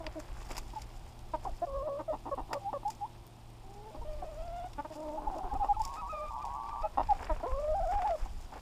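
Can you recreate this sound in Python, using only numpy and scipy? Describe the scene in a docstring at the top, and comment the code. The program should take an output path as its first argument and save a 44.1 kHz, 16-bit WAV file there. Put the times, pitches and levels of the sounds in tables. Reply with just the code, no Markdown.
"""A snowy yard: hens cluck, peep, croon and scold close to a small camera in a housing.
Syrinx tones make the clear calls; membrane slaps ring windpipe and chest for the harsh ones.
Feet and beaks crunch the snow, ice crust snaps, wind buffets the microphone port.
A far engine hums and drops away near 5 s; the camera's electronics tick faintly, 30 times a second."""
import sys
import numpy as np
from scipy import signal
from scipy.fft import rfft, irfft, next_fast_len
from scipy.io import wavfile
from scipy.ndimage import map_coordinates

SR = 44100
rng = np.random.default_rng(int(sys.argv[2]) if len(sys.argv) > 2 else 0)


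def inscribe(sig):
    """Save sig as 16-bit PCM at rate SR to the path in sys.argv[1].

    A 1-D sig is mono; a 2-D sig holds one channel per row.
    Samples are clipped to [-1, 1] before scaling.
    """
    pcm = np.round(np.clip(np.atleast_2d(sig).T, -1, 1) * 32767)
    wavfile.write(sys.argv[1], SR, pcm.astype(np.int16))


N = 379693

# distant air and traffic: f/Hz, relative density/dB
AIR_SPECTRUM = [(76, -26), (130, -7), (165, -10), (232, -11.5), (296, -12), (347, -12), (488, -18.5),
                (805, -10), (1620, -29.5), (3270, -26), (7740, -40), (8380, -33), (9080, -37), (14700, -41),
                (15600, -43.5)]
# engine hum: t/s, f/Hz, level/dB
ENGINE_TRACK = [(0, 116.8, -55), (2, 113.9, -54), (4.4, 114.5, -56), (4.9, 111.5, -58), (5.2, 109.3, -73),
                (8.61, 111.7, -65)]
# engine partials 1-3: gain/dB
ENGINE_PARTIALS_DB = [0.4, -13, -11]
# wind between gusts: t/s, level/dB
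WIND_FLOOR = [(0, -46), (.9, -48), (3.3, -53), (5.1, -54), (6, -49), (6.8, -47.5), (7.15, -46), (7.8, -47),
              (8.1, -49), (8.61, -50)]
# gusts: t/s, level/dB, time to sink 10 dB/s
WIND_GUSTS = [(.55, -46, .2), (1.4, -46, .3), (4.1, -40.5, .12), (4.45, -40, .14), (5.6, -41.5, .3),
              (7.1, -43, .15), (7.45, -41, .1), (7.74, -40, .1), (7.94, -39.5, .08), (8.3, -43, .08)]
# buffeting at the port: f/Hz, relative density/dB
WIND_SPECTRUM = [(8.8, -29), (15, 0.5), (27, 0.5), (40, -0.5), (79, -11), (124, -25), (200, -31.5),
                 (260, -43), (440, -120)]
# drawn-out calls in the low register, one list each: t/s, f/Hz, level/dB
CROON_TRACKS = [
    [(0, 338.4, -43.5), (0.04, 313.6, -62.5), (0.085, 325, -43.5)],
    [(1.665, 570, -41), (1.7, 549, -44.5), (1.74, 553, -39), (1.8, 535, -40), (1.94, 563, -37.5),
     (2.025, 551, -42)],
    [(3.63, 380.4, -63.5), (3.75, 404.7, -60), (3.9, 439, -54.5), (3.92, 622, -58), (4.0, 616, -52)],
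    [(4.045, 624, -45.5), (4.18, 612, -49), (4.21, 575, -50), (4.26, 635, -46), (4.36, 609.5, -48.5),
     (4.4, 651, -44.5), (4.5, 660, -43.5), (4.58, 703, -43), (4.68, 738, -43)],
    [(4.95, 281, -47.5), (4.99, 309.5, -49), (5.12, 302.6, -49), (5.16, 315, -49), (5.2, 298, -53),
     (5.31, 290, -55)],
    [(5.49, 1000, -54), (5.51, 1100, -49), (5.535, 1050, -55), (5.585, 1050, -57), (5.61, 1050, -58),
     (5.67, 1150, -50), (5.7, 1000, -56), (5.81, 1033, -52.5), (5.86, 1088, -47.5), (6.04, 1115, -46),
     (6.1, 1180, -43), (6.13, 1145, -43.5), (6.25, 1112, -45), (6.272, 1075, -47), (6.29, 1120, -44),
     (6.32, 1145, -48.5), (6.41, 1145, -47.5), (6.445, 1108, -47.5), (6.51, 1095, -45.5), (6.58, 1140, -45),
     (6.75, 1165, -45), (6.86, 1150, -48), (6.885, 1202, -62)],
    [(7.455, 439, -36.5), (7.48, 530, -40), (7.51, 513, -43.5), (7.58, 559, -37), (7.61, 593, -34),
     (7.735, 621, -34), (7.79, 600, -35), (7.815, 660, -34), (7.86, 640, -35), (7.91, 700, -33),
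     (8.03, 721, -33), (8.14, 666, -31.5), (8.165, 542, -37)],
]
# per call: partial 2 trim/dB, partial 3 re 1/dB, step per further partial/dB, pitch flutter/fraction
CROON_TIMBRES = [(0, -6, -11, .015), (0.5, -37, -16, .014), (-4, -24, -6, 0.018), (1.5, -29, -1, .02),
                 (0.3, -1.5, -16, 0.014), (0.1, -48, -9, 0.0123), (0, -42, -13, 0.016)]
# croon partial 2: its own f/Hz, gain re partial 1/dB
SECOND_PARTIAL = [(560, -7), (620, 5), (780, 9), (900, 4.5), (1070, -4), (1230, -21.5), (1400, -22.5),
                  (1650, -33), (2250, -36), (2650, -32)]
# breaks into the high register: t/s, length/s, rise/Hz
REGISTER_BREAKS = [(1.82, .07, 60), (1.965, .05, 45), (5.54, .04, 200), (5.615, .035, 230),
                   (5.727, .04, 290), (5.83, .035, 60), (5.957, .065, 169.3), (6.085, .225, 85),
                   (6.408, .036, 105), (6.66, .025, 45), (6.7, .03, 55), (6.818, .09, 115),
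                   (7.738, .07, 190), (7.82, .038, 125), (7.91, .095, 105.2), (8.038, .065, 136)]
# second membrane, beating under the scolding croon: t/s, f/Hz, side tone drive/dB
MEMBRANE_BEAT = [(5.7, 129.8, -66), (5.82, 135, -54), (5.87, 185, -41), (5.91, 140, -47),
                 (5.95, 155, -43.5), (6.04, 170, -38), (6.09, 140, -52), (6.3, 115, -46), (6.4, 135, -42),
                 (6.46, 159.8, -38), (6.52, 128, -44.5), (6.56, 135, -39.5), (6.61, 120, -45),
                 (6.8, 118, -42), (6.87, 117.4, -50)]
# crunches and pecks, drive per band: t/s, top/dB, middle/dB, dull/dB
SNOW_CRUNCHES = [(0.065, -58, -39.5, -36.5), (0.199, -47.5, -60, -55), (0.5122, -57.5, -46.5, -41),
                 (0.549, -63.5, -52, -64), (0.567, -44, -43, -43), (0.5791, -36, -46, -40),
                 (0.8177, -49, -46, -61), (2.5303, -39.5, -40.5, -28.5), (2.879, -43.5, -51, -51),
                 (2.9025, -39.5, -49, -47), (2.9497, -50.5, -66, -65), (4.7326, -53, -44.5, -60),
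                 (5.003, -51, -64.5, -58), (5.3834, -52, -50, -57), (5.539, -49, -59, -61),
                 (5.794, -49, -60, -64), (5.817, -46, -54, -62), (5.85, -41, -52, -56),
                 (5.876, -47, -52, -60), (6.4508, -48.5, -47, -53), (6.6899, -65.5, -51.5, -41),
                 (6.8217, -75, -48.5, -45.5), (7.0317, -64, -46.5, -39.5), (7.071, -75, -52, -50),
                 (7.1052, -74, -46, -47), (7.211, -66.5, -54, -51), (7.2429, -67.5, -45.5, -45),
                 (8.0186, -54.5, -58, -36), (8.0748, -66.5, -47, -45), (8.107, -58, -51, -40)]
# shuffling feet, drive per band: t/s, crisp/dB, dull/dB
SNOW_SHUFFLE = [(0, -67.5, -64), (.4, -60.5, -61), (.62, -58, -68), (.86, -64.5, -68), (1.3, -65.5, -72),
                (1.55, -61, -67), (1.8, -68.5, -77), (3.5, -68.5, -76), (4.4, -65, -69.5),
                (5.1, -67, -69.5), (6.0, -64.5, -68), (6.5, -64, -65.5), (6.9, -68, -67.5),
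                (7.2, -62.5, -56), (7.7, -62.5, -63.5), (8.1, -61.5, -64), (8.35, -62.5, -69.5),
                (8.61, -62.5, -73)]
# scrapes of feet and feathers, drive per band: t/s, length/s, crisp/dB, dull/dB
SNOW_SCUFFS = [(0.193, 0.026, -58, -65), (0.496, 0.046, -55, -54), (0.547, 0.049, -57, -56),
               (0.749, 0.098, -59.5, -73.5), (2.897, 0.043, -59, -70), (4.916, 0.056, -58.5, -75),
               (5.8, 0.115, -56.5, -76), (5.915, 0.075, -58.5, -68), (7.202, 0.057, -67, -52.5),
               (7.91, 0.05, -62, -50), (7.97, 0.16, -69.5, -55.5), (8.137, 0.13, -68, -64),
               (8.518, 0.081, -74, -54.5)]
# crisp snow (top and middle bands): f/Hz, relative density/dB
CRISP_SPECTRUM = [(1470, -16.5), (2500, 2), (3140, -3.5), (3500, 0), (4140, -5), (4750, 5), (5400, 3.5),
                  (6100, -4.5), (7200, -1.5), (8480, -11), (15500, -21)]
# dull snow: f/Hz, relative density/dB
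DULL_SPECTRUM = [(110, -40), (190, -14), (500, -3.5), (900, -0.5), (1500, -7.5), (2500, -13), (4000, -30),
                 (6000, -58)]
# clucks: t/s, length/s, start f/Hz, end f/Hz, fundamental/dB, mouth f/Hz, overtones there/dB, roughness
CLUCK_NOTES = [(0.155, 0.052, 333, 288, -42.5, 600, -43, 0.12),
               (1.335, 0.026, 325, 296, -45, 850, -31, 0.04), (1.448, 0.053, 437, 327, -50, 750, -36, 0.56),
               (1.618, 0.035, 337.5, 352, -46.5, 690, -31.5, 0.09),
               (1.99, 0.031, 309, 303, -43, 930, -40, 0.11),
               (2.08, 0.048, 664, 593, -31.5, 1400, -51, 0.12),
               (2.313, 0.035, 580, 525, -34, 1100, -37, 0.15),
               (2.547, 0.036, 581, 557, -35, 1130, -44, 0.09),
               (2.735, 0.043, 586, 539, -34.5, 1120, -39, 0.08),
               (4.011, 0.037, 475, 451, -52.5, 900, -47, 0.15),
               (4.221, 0.036, 378, 326, -54.5, 690, -40, 0.28),
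               (4.78, 0.032, 284, 301, -46, 890, -37.5, 0.05),
               (4.846, 0.02, 325, 295, -50, 880, -36.5, 0.07),
               (4.901, 0.037, 326, 294, -52, 730, -45, 0.08),
               (5.35, 0.046, 314, 323, -46, 630, -41.5, 0.26),
               (6.125, 0.034, 623, 594, -41, 1200, -48, 0.07), (6.165, 0.1, 603, 610, -43, 1200, -52, 0.1),
               (6.125, 0.03, 830, 840, -50, 1700, -70, 0.2), (6.215, 0.045, 850, 830, -51, 1700, -70, 0.2),
               (6.83, 0.044, 645, 631, -36.5, 1270, -44, 0.16),
               (7.294, 0.04, 338, 292, -46, 780, -30, 0.04), (7.429, 0.03, 321, 361, -46, 770, -32, 0.19)]
# ice crust snaps: t/s, relative level/dB, f/Hz
ICE_SNAPS = [(0.2854, -52, 5360), (0.3304, -51, 5330), (0.4673, -43, 5280), (0.4904, -41, 5480),
             (0.6818, -47, 5060), (0.9552, -48, 5200), (1.1917, -44, 5610), (1.4955, -47, 5250),
             (1.5673, -49, 4790), (2.3526, -47, 6730), (2.3624, -50, 8070), (3.2675, -42, 13900),
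             (3.2764, -48, 8020), (3.5024, -48, 6990), (4.2348, -54, 7810), (4.5994, -48, 5110),
             (4.6623, -51, 5500), (5.0923, -49, 4630), (5.9409, -43, 4750), (6.4263, -44, 5400),
             (7.1831, -49, 5010), (7.7628, -48, 5150), (7.9224, -46, 5270), (8.1644, -49, 4890),
             (8.4123, -45, 5470)]
# squawks and throat pops: t/s, length/s, windpipe drive/dB, chest drive/dB
SQUAWK_BURSTS = [(0.502, 0.039, -47, -47.5), (0.734, 0.01, -40.5, -49.5), (1.87, 0.03, -36, -45.5),
                 (2.122, 0.043, -33, -42.5), (2.251, 0.049, -34, -41), (2.306, 0.012, -46, -60),
                 (2.373, 0.035, -29.5, -38), (2.41, 0.01, -39.5, -61), (2.49, 0.0076, -41, -47),
                 (2.503, 0.068, -35, -46.5), (2.729, 0.008, -33, -42.5), (2.831, 0.0061, -43, -52),
                 (3.944, 0.032, -44, -48), (4.635, 0.016, -46.5, -50), (5.247, .004, -36, -50),
                 (5.288, .004, -34, -48), (5.299, .004, -34, -48), (5.343, .008, -34, -48),
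                 (5.389, .006, -36, -50), (5.431, .006, -36, -48), (5.442, .004, -36, -46),
                 (5.449, .006, -37, -46), (5.529, 0.027, -35, -40.5), (5.637, 0.027, -28.5, -50),
                 (5.976, 0.014, -38, -50.5), (6.973, 0.017, -23, -40), (6.992, 0.03, -24, -41),
                 (7.021, 0.03, -45, -58), (7.199, 0.049, -41, -49), (7.401, 0.016, -39, -53),
                 (8.255, 0.014, -39.5, -52), (8.52, 0.028, -44, -56), (8.553, 0.022, -41.5, -49)]
# growl: t/s, windpipe drive/dB, slap rate/Hz
GROWL_TRACK = [(5.13, -62, 250), (5.18, -50, 240), (5.24, -41, 205), (5.262, -41, 200), (5.275, -48, 180),
               (5.31, -45, 165), (5.37, -44, 185), (5.4, -43, 195), (5.418, -52, 190), (5.435, -44, 175),
               (5.48, -42, 175), (5.495, -52, 185), (5.6, -50, 250), (5.68, -44, 186)]
# upper windpipe resonances: f/Hz, width/Hz, gain/dB
PIPE_MODES = [(1820, 260, -33), (2750, 260, -37), (3600, 300, -43), (5000, 500, -48)]
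# sucks of wind at the port: t/s, relative depth/dB, half width/s
PRESSURE_DROPS = [(.512, -35, .013), (1.527, -34, .01), (2.418, -33, .012), (4.097, -33, .018),
                  (4.227, -34, .016), (4.402, -31, .013), (5.279, -26, .013), (5.448, -32, .016),
                  (5.594, -30, .018), (6.817, -33, .016), (7.317, -22, .011), (7.527, -22, .011),
                  (7.717, -32, .015), (7.865, -32, .009), (7.953, -27, .015), (8.227, -23, .012)]
# peeps: t/s, length/s, peak position/0-1, start f/Hz, end f/Hz, level/dB
PEEP_NOTES = [(0.755, 0.038, 0.44, 890, 857, -38), (2.595, 0.051, 0.8, 802, 800, -51),
              (2.64, 0.067, 0.7, 792, 948, -34), (2.85, 0.056, 0.24, 824, 990, -29.5),
              (3.005, 0.06, 0.58, 822, 1040, -33.5), (5.172, 0.026, 0.5, 845, 870, -36),
              (5.267, 0.021, 0.6, 870, 830, -31), (5.31, 0.045, 0.2, 830, 720, -38),
              (5.404, 0.027, 0.3, 800, 740, -37.5), (5.433, 0.055, 0.6, 790, 700, -41),
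              (5.497, 0.02, 0.5, 1590, 1610, -56), (5.51, 0.031, 0.69, 821, 836, -35),
              (5.55, 0.028, 0.2, 772, 894, -35), (5.597, 0.047, 0.68, 857, 789, -28),
              (5.685, 0.046, 0.65, 850, 814, -23.5), (5.765, 0.033, 0.23, 862, 880.0, -35.5),
              (5.795, 0.028, 0.49, 930, 840, -28.5), (6.836, 0.033, 0.55, 850, 825, -31),
              (7.086, 0.044, 0.87, 892, 783, -23.0), (7.135, 0.034, 0.3, 807, 808, -44)]


def amp(db):
    return 10 ** (np.asarray(db) / 20)


def unit_rms(x):
    return x / np.sqrt(np.mean(x ** 2) + 1e-20)


def db_at(spectrum, hz):
    """Interpolate on a log frequency axis."""
    knots_hz, db = np.transpose(spectrum)
    return np.interp(np.log(hz + 1), np.log(knots_hz + 1), db)


def curves(rows):
    """First sample index, and each column per sample over the table's span."""
    t_s, *columns = np.transpose(rows)
    n = np.arange(round(t_s[0] * SR), min(N, round(t_s[-1] * SR)))
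    return n[0], [np.interp(n / SR, t_s, column) for column in columns]


def wobble(rate_hz, size=N):
    """Smooth random curve, rms near 1."""
    knots = rng.standard_normal(int(size * rate_hz / SR) + 4)
    return map_coordinates(knots, [np.arange(size) * rate_hz / SR])


def filtered(x, response):
    size = next_fast_len(N + 8192)
    return irfft(rfft(x, size) * response(np.fft.rfftfreq(size, 1 / SR)), size)[:N]


def coloured(x, spectrum):
    return unit_rms(filtered(x, lambda hz: amp(db_at(spectrum, hz))))


def resonance(hz, centre_hz, width_hz):
    """Squared band-pass response, 1 at centre."""
    return (1j * hz * width_hz / (centre_hz ** 2 - hz ** 2 + 1j * hz * width_hz)) ** 2


def add(track, start, x):
    track[start:start + len(x)] += x[:N - start]


def puff(length_s, peak, power):
    """Progress 0-1, and an envelope that swells until progress = peak, then shuts."""
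    u = np.linspace(0, 1, round(length_s * SR))
    return u, np.sin(np.pi / 2 * np.interp(u, [0, peak, 1], [0, 1, 0])) ** power


def air():
    """Distant air and traffic, slowly wavering."""
    return amp(-58 + .7 * wobble(2)) * coloured(rng.standard_normal(N), AIR_SPECTRUM)


def engine():
    """Far, slightly unsteady hum of three harmonics."""
    _, (hz, db) = curves(ENGINE_TRACK)
    phase = 2 * np.pi * np.cumsum(hz + .8 * wobble(9)) / SR
    return sum(amp(db + gain_db + 1.6 * wobble(14)) * np.sin(k * phase)
               for k, gain_db in enumerate(ENGINE_PARTIALS_DB, 1))


def wind(rise_ratio=1.3):
    """Lumps of pressure on the microphone port; gusts rise faster than they sink."""
    t = np.arange(0, N, 100) / SR
    gusts = sum(amp(db - 10 * np.maximum(rise_ratio * (t_s - t), t - t_s) / sink_s)
                for t_s, db, sink_s in WIND_GUSTS)
    lumps = amp(.77 * wobble(4.3) + 3.1 * wobble(17))
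    _, (floor_db,) = curves(WIND_FLOOR)
    level = amp(floor_db) + np.interp(np.arange(N) / SR, t, gusts)
    return level * coloured(lumps * rng.standard_normal(N), WIND_SPECTRUM)


def syrinx(hz, partials_db, rough, flutter):
    """Harmonic tone and its phase; roughness shakes each partial separately."""
    size = len(hz)
    phase = 2 * np.pi * np.cumsum(hz * (1 + flutter * wobble(55, size))) / SR
    tone = np.zeros(size)
    for k, db in enumerate(partials_db):
        shake_db = 5.7 * rough * wobble(170, size)
        flicker_db = 1.1 * min(k, 3) * wobble(25, size)
        shake_rad = 3 * (1 + .5 * k) * rough * wobble(170, size)
        tone += amp(db + shake_db + flicker_db) * np.sin((k + 1) * phase + shake_rad)
    return np.sqrt(2) * tone * amp(1.18 * wobble(44.05, size)), phase


def stepped_hz(call, t, steepness=1.74):
    """Pitch lingers at each value and moves quickly between."""
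    t_s, hz, _ = np.transpose(call)
    rows = np.arange(len(call))
    row, u = np.divmod(np.interp(t, t_s, rows), 1)
    eased = u ** steepness / (u ** steepness + (1 - u) ** steepness)
    return np.interp(row + eased, rows, hz)


def register(t, crossover_s=.017):
    """Share of the high register (0-1) and its pitch rise in Hz."""
    t_s, length_s, rise_hz = np.transpose(REGISTER_BREAKS)[..., None]
    ramp = np.clip(np.minimum(t - t_s, t_s + length_s - t) / crossover_s, 0, 1)
    high = np.sin(np.pi / 2 * ramp) ** 2
    return high.max(axis=0), (high * rise_hz).sum(axis=0)


def croons(scold_index=5, break_db_per_hz=.015, brighten_db=18, mute_db=-18):
    """Long syrinx notes that slide and break upward; the scold is hoarse when low, bright when high."""
    out = np.zeros(N)
    for k, (call, timbre) in enumerate(zip(CROON_TRACKS, CROON_TIMBRES)):
        trim_db, third_db, step_db, flutter = timbre
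        start, (_, db) = curves(call)
        t = (start + np.arange(len(db))) / SR
        high, rise_hz = register(t)
        hz = stepped_hz(call, t) + rise_hz
        db = db + break_db_per_hz * rise_hz
        overtone_db = db + brighten_db * high * (k == scold_index)
        second_db = overtone_db + trim_db + db_at(SECOND_PARTIAL, 2 * hz)
        upper_db = [overtone_db + third_db + n * step_db for n in range(3)]
        tone, phase = syrinx(hz, [db, second_db, *upper_db], rough=.09, flutter=flutter)
        if k == scold_index:
            tone += amp(mute_db * high) * side_tones(t, hz, phase)
        add(out, start, signal.windows.tukey(len(t), 900 / len(t)) * tone)
    return out


def walls(x, t60_s=.18, delay_s=.006):
    """Short reverberation from the house wall and bales."""
    t = np.arange(SR // 5) / SR
    tail = rng.standard_normal(len(t)) * amp(-60 * t / t60_s) * (t > delay_s)
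    return signal.fftconvolve(x, tail / np.linalg.norm(tail))[:N]


def snow(split_hz=5500):
    """Crunches die fast, heavier ones more slowly; clumps of grains follow the shuffling feet."""
    top, middle, dull = np.zeros((3, N))
    t = np.arange(SR // 8) / SR
    for t_s, *bands_db in SNOW_CRUNCHES:
        t60_s = max(.02 + .001 * (max(bands_db) + 45), .005)
        attack = 1 - np.exp(-t / .00071)
        envelope = attack * amp(-60 * t / t60_s + 3 * wobble(830, len(t)))
        for track, db in zip((top, middle, dull), bands_db):
            add(track, round(t_s * SR), amp(db) * envelope)
    crisp_shuffle, dull_shuffle = amp(curves(SNOW_SHUFFLE)[1])
    for t_s, length_s, crisp_db, dull_db in SNOW_SCUFFS:
        _, swell = puff(length_s, peak=.4, power=.55)
        add(crisp_shuffle, round(t_s * SR), amp(crisp_db) * swell)
        add(dull_shuffle, round(t_s * SR), amp(dull_db) * swell)
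    clumps_db = wobble(20)

    def band(crunches, shuffle, spectrum, weight):
        grains_db = clumps_db + 1.3 * wobble(40) + 2.94 * wobble(200) + 3.46 * wobble(900)
        noise = (crunches + shuffle * unit_rms(amp(grains_db))) * rng.standard_normal(N)
        return filtered(noise, lambda hz: unit_rms(amp(db_at(spectrum, hz)) * weight(hz)))

    highpass = lambda hz: 1 / (1 + (split_hz / (hz + 1)) ** 6)
    return (band(top, amp(-5.5) * crisp_shuffle, CRISP_SPECTRUM, highpass)
            + band(middle, amp(-6.5) * crisp_shuffle, CRISP_SPECTRUM, lambda hz: 1 - highpass(hz))
            + band(dull, amp(5) * dull_shuffle, DULL_SPECTRUM, lambda hz: 1))


def camera_whine(whine_hz=8602, frame_hz=29.97, first_s=.0295, width_frames=.11):
    """Thin electronic whine that leaks through once a frame."""
    t = np.arange(N) / SR
    offset_frames = ((t - first_s) * frame_hz + .5) % 1 - .5
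    gate = np.exp(-(offset_frames / width_frames) ** 2)
    return amp(-71.5) * gate * np.sin(2 * np.pi * whine_hz * t)


def mouth_db(harmonic, pitch_hz, mouth_hz):
    """Gain re the mouth resonance; a second resonance lies at 2.5 times its frequency."""
    octaves = np.log2(harmonic * pitch_hz / mouth_hz)
    if octaves <= 0:
        return 13 * octaves
    rolloff_db = max(-27 * octaves, -24 - 10 * octaves)  # shallow branch: thin treble edge
    purity = (pitch_hz / 320) ** .8  # higher clucks are purer
    beak_db = 6 * np.exp(-((octaves - np.log2(2.5)) / .1) ** 2 / 2)
    return rolloff_db * purity + beak_db


def clucks():
    """Short, evenly sliding syrinx notes shaped by the mouth."""
    out = np.zeros(N)
    for t_s, length_s, start_hz, end_hz, first_db, mouth_hz, overtone_db, rough in CLUCK_NOTES:
        u, swell = puff(length_s, peak=.35, power=.53)
        hz = start_hz + (end_hz - start_hz) * u
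        upper_db = [overtone_db + mouth_db(k, hz.mean(), mouth_hz) for k in range(2, 14)]
        tone, _ = syrinx(hz, [first_db, *upper_db], rough, flutter=.0071)
        add(out, round(t_s * SR), swell * tone)
    return out


def ice_snaps(t60_s=.006):
    """The crust snaps in tiny bursts of octave-wide noise."""
    out, t = np.zeros(N), np.arange(SR // 50) / SR
    for t_s, db, hz in ICE_SNAPS:
        bandpass = signal.butter(1, [hz / np.sqrt(2), hz * np.sqrt(2)], "band", fs=SR)
        noise = unit_rms(signal.lfilter(*bandpass, rng.standard_normal(len(t))))
        add(out, round(t_s * SR), amp(db - 5 - 60 * t / t60_s) * noise)
    return out


def slaps(rate_hz, jitter):
    """One impulse per membrane slap, uneven in time and strength."""
    size = len(rate_hz)
    cycles = .899 + np.cumsum(rate_hz * np.clip(1 + jitter * wobble(260, size), .3, 2)) / SR
    impulses = np.diff(np.floor(cycles), prepend=0)
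    return impulses * np.sqrt(SR / rate_hz) * amp(3.4 * wobble(300, size))


def squawks(slap_hz=270):
    """Squawks and a growl: softened slaps ring windpipe and chest, sharp ones pipe modes and mouth."""
    pipe, chest, growl = np.zeros((3, N))
    for t_s, length_s, pipe_db, chest_db in SQUAWK_BURSTS:
        _, swell = puff(length_s, peak=.08, power=.66)
        train = swell * slaps(np.full(len(swell), slap_hz), jitter=.15)
        add(pipe, round(t_s * SR), amp(pipe_db) * train)
        add(chest, round(t_s * SR), amp(chest_db) * train)
    start, (growl_db, rate_hz) = curves(GROWL_TRACK)
    add(growl, start, amp(growl_db) * slaps(rate_hz, jitter=.13))
    window = np.hanning(46)
    soften = lambda x: np.convolve(x, window / window.sum())[:N]

    def ring(x, centre_hz, width_hz):
        gain = np.sqrt(2 * SR / (np.pi * width_hz))
        return gain * filtered(x, lambda hz: resonance(hz, centre_hz, width_hz))

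    return (ring(soften(pipe + growl), centre_hz=850, width_hz=420)
            + ring(soften(chest + amp(-9) * growl), centre_hz=400, width_hz=320)
            + sum(amp(db) * ring(pipe, hz, width_hz) for hz, width_hz, db in PIPE_MODES)
            + amp(-27) * ring(growl, centre_hz=1450, width_hz=320))  # mouth


def wind_thumps(vent_hz=13, width_hz=20):
    """Brief pressure drops at the port; the vented housing rebounds."""
    out, t = np.zeros(N), np.arange(-2000, 2000) / SR
    for t_s, db, half_width_s in PRESSURE_DROPS:
        drop = -amp(db + 2.5) * np.exp(-np.log(16) * (t / half_width_s) ** 2)
        add(out, round(t_s * SR) - len(t) // 2, drop)
    return filtered(out, lambda hz: -hz ** 2 / (vent_hz ** 2 - hz ** 2 + 1j * hz * width_hz))


def peeps():
    """Near-pure whistles: rising ones bend late, falling ones early."""
    out = np.zeros(N)
    for t_s, length_s, peak, start_hz, end_hz, db in PEEP_NOTES:
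        u, swell = puff(length_s, peak, power=.84)
        bend = u ** 4.1 if end_hz > start_hz else 1 - (1 - u) ** 1.55
        hz = start_hz + (end_hz - start_hz) * bend
        tone, _ = syrinx(hz, [db, db - 44.5], rough=.02, flutter=.0089)
        add(out, round(t_s * SR), swell * tone)
    return out


def side_tones(t, hz, phase, pipe_hz=915, width_hz=190):
    """A slow membrane splits off hoarse tones below the note; the open windpipe filters them."""
    t_s, knots_hz, db = np.transpose(MEMBRANE_BEAT)
    beat_hz = np.interp(t, t_s, knots_hz) * (1 + .13 * wobble(110, len(t)))
    beat_phase = 2 * np.pi * np.cumsum(beat_hz) / SR
    out = np.zeros(len(t))
    for k in range(1, 5):
        pipe_gain = np.abs(resonance(hz - k * beat_hz, pipe_hz, width_hz))
        out += pipe_gain * amp(3 * wobble(90, len(t))) * np.sin(phase - k * beat_phase)
    return np.sqrt(2) * amp(np.interp(t, t_s, db)) * out


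def scene():
    hens = clucks() + peeps() + croons() + squawks()
    reverb = amp(-16.5) * walls(hens)
    ground = snow() + ice_snaps()
    return (hens + reverb + ground + wind() + wind_thumps() + air() + engine() + camera_whine())[None]


def record(dry):
    """The camera's band limit."""
    return filtered(dry[0], lambda hz: hz < 15550)[None]


dry = scene()
out = record(dry)
inscribe(out)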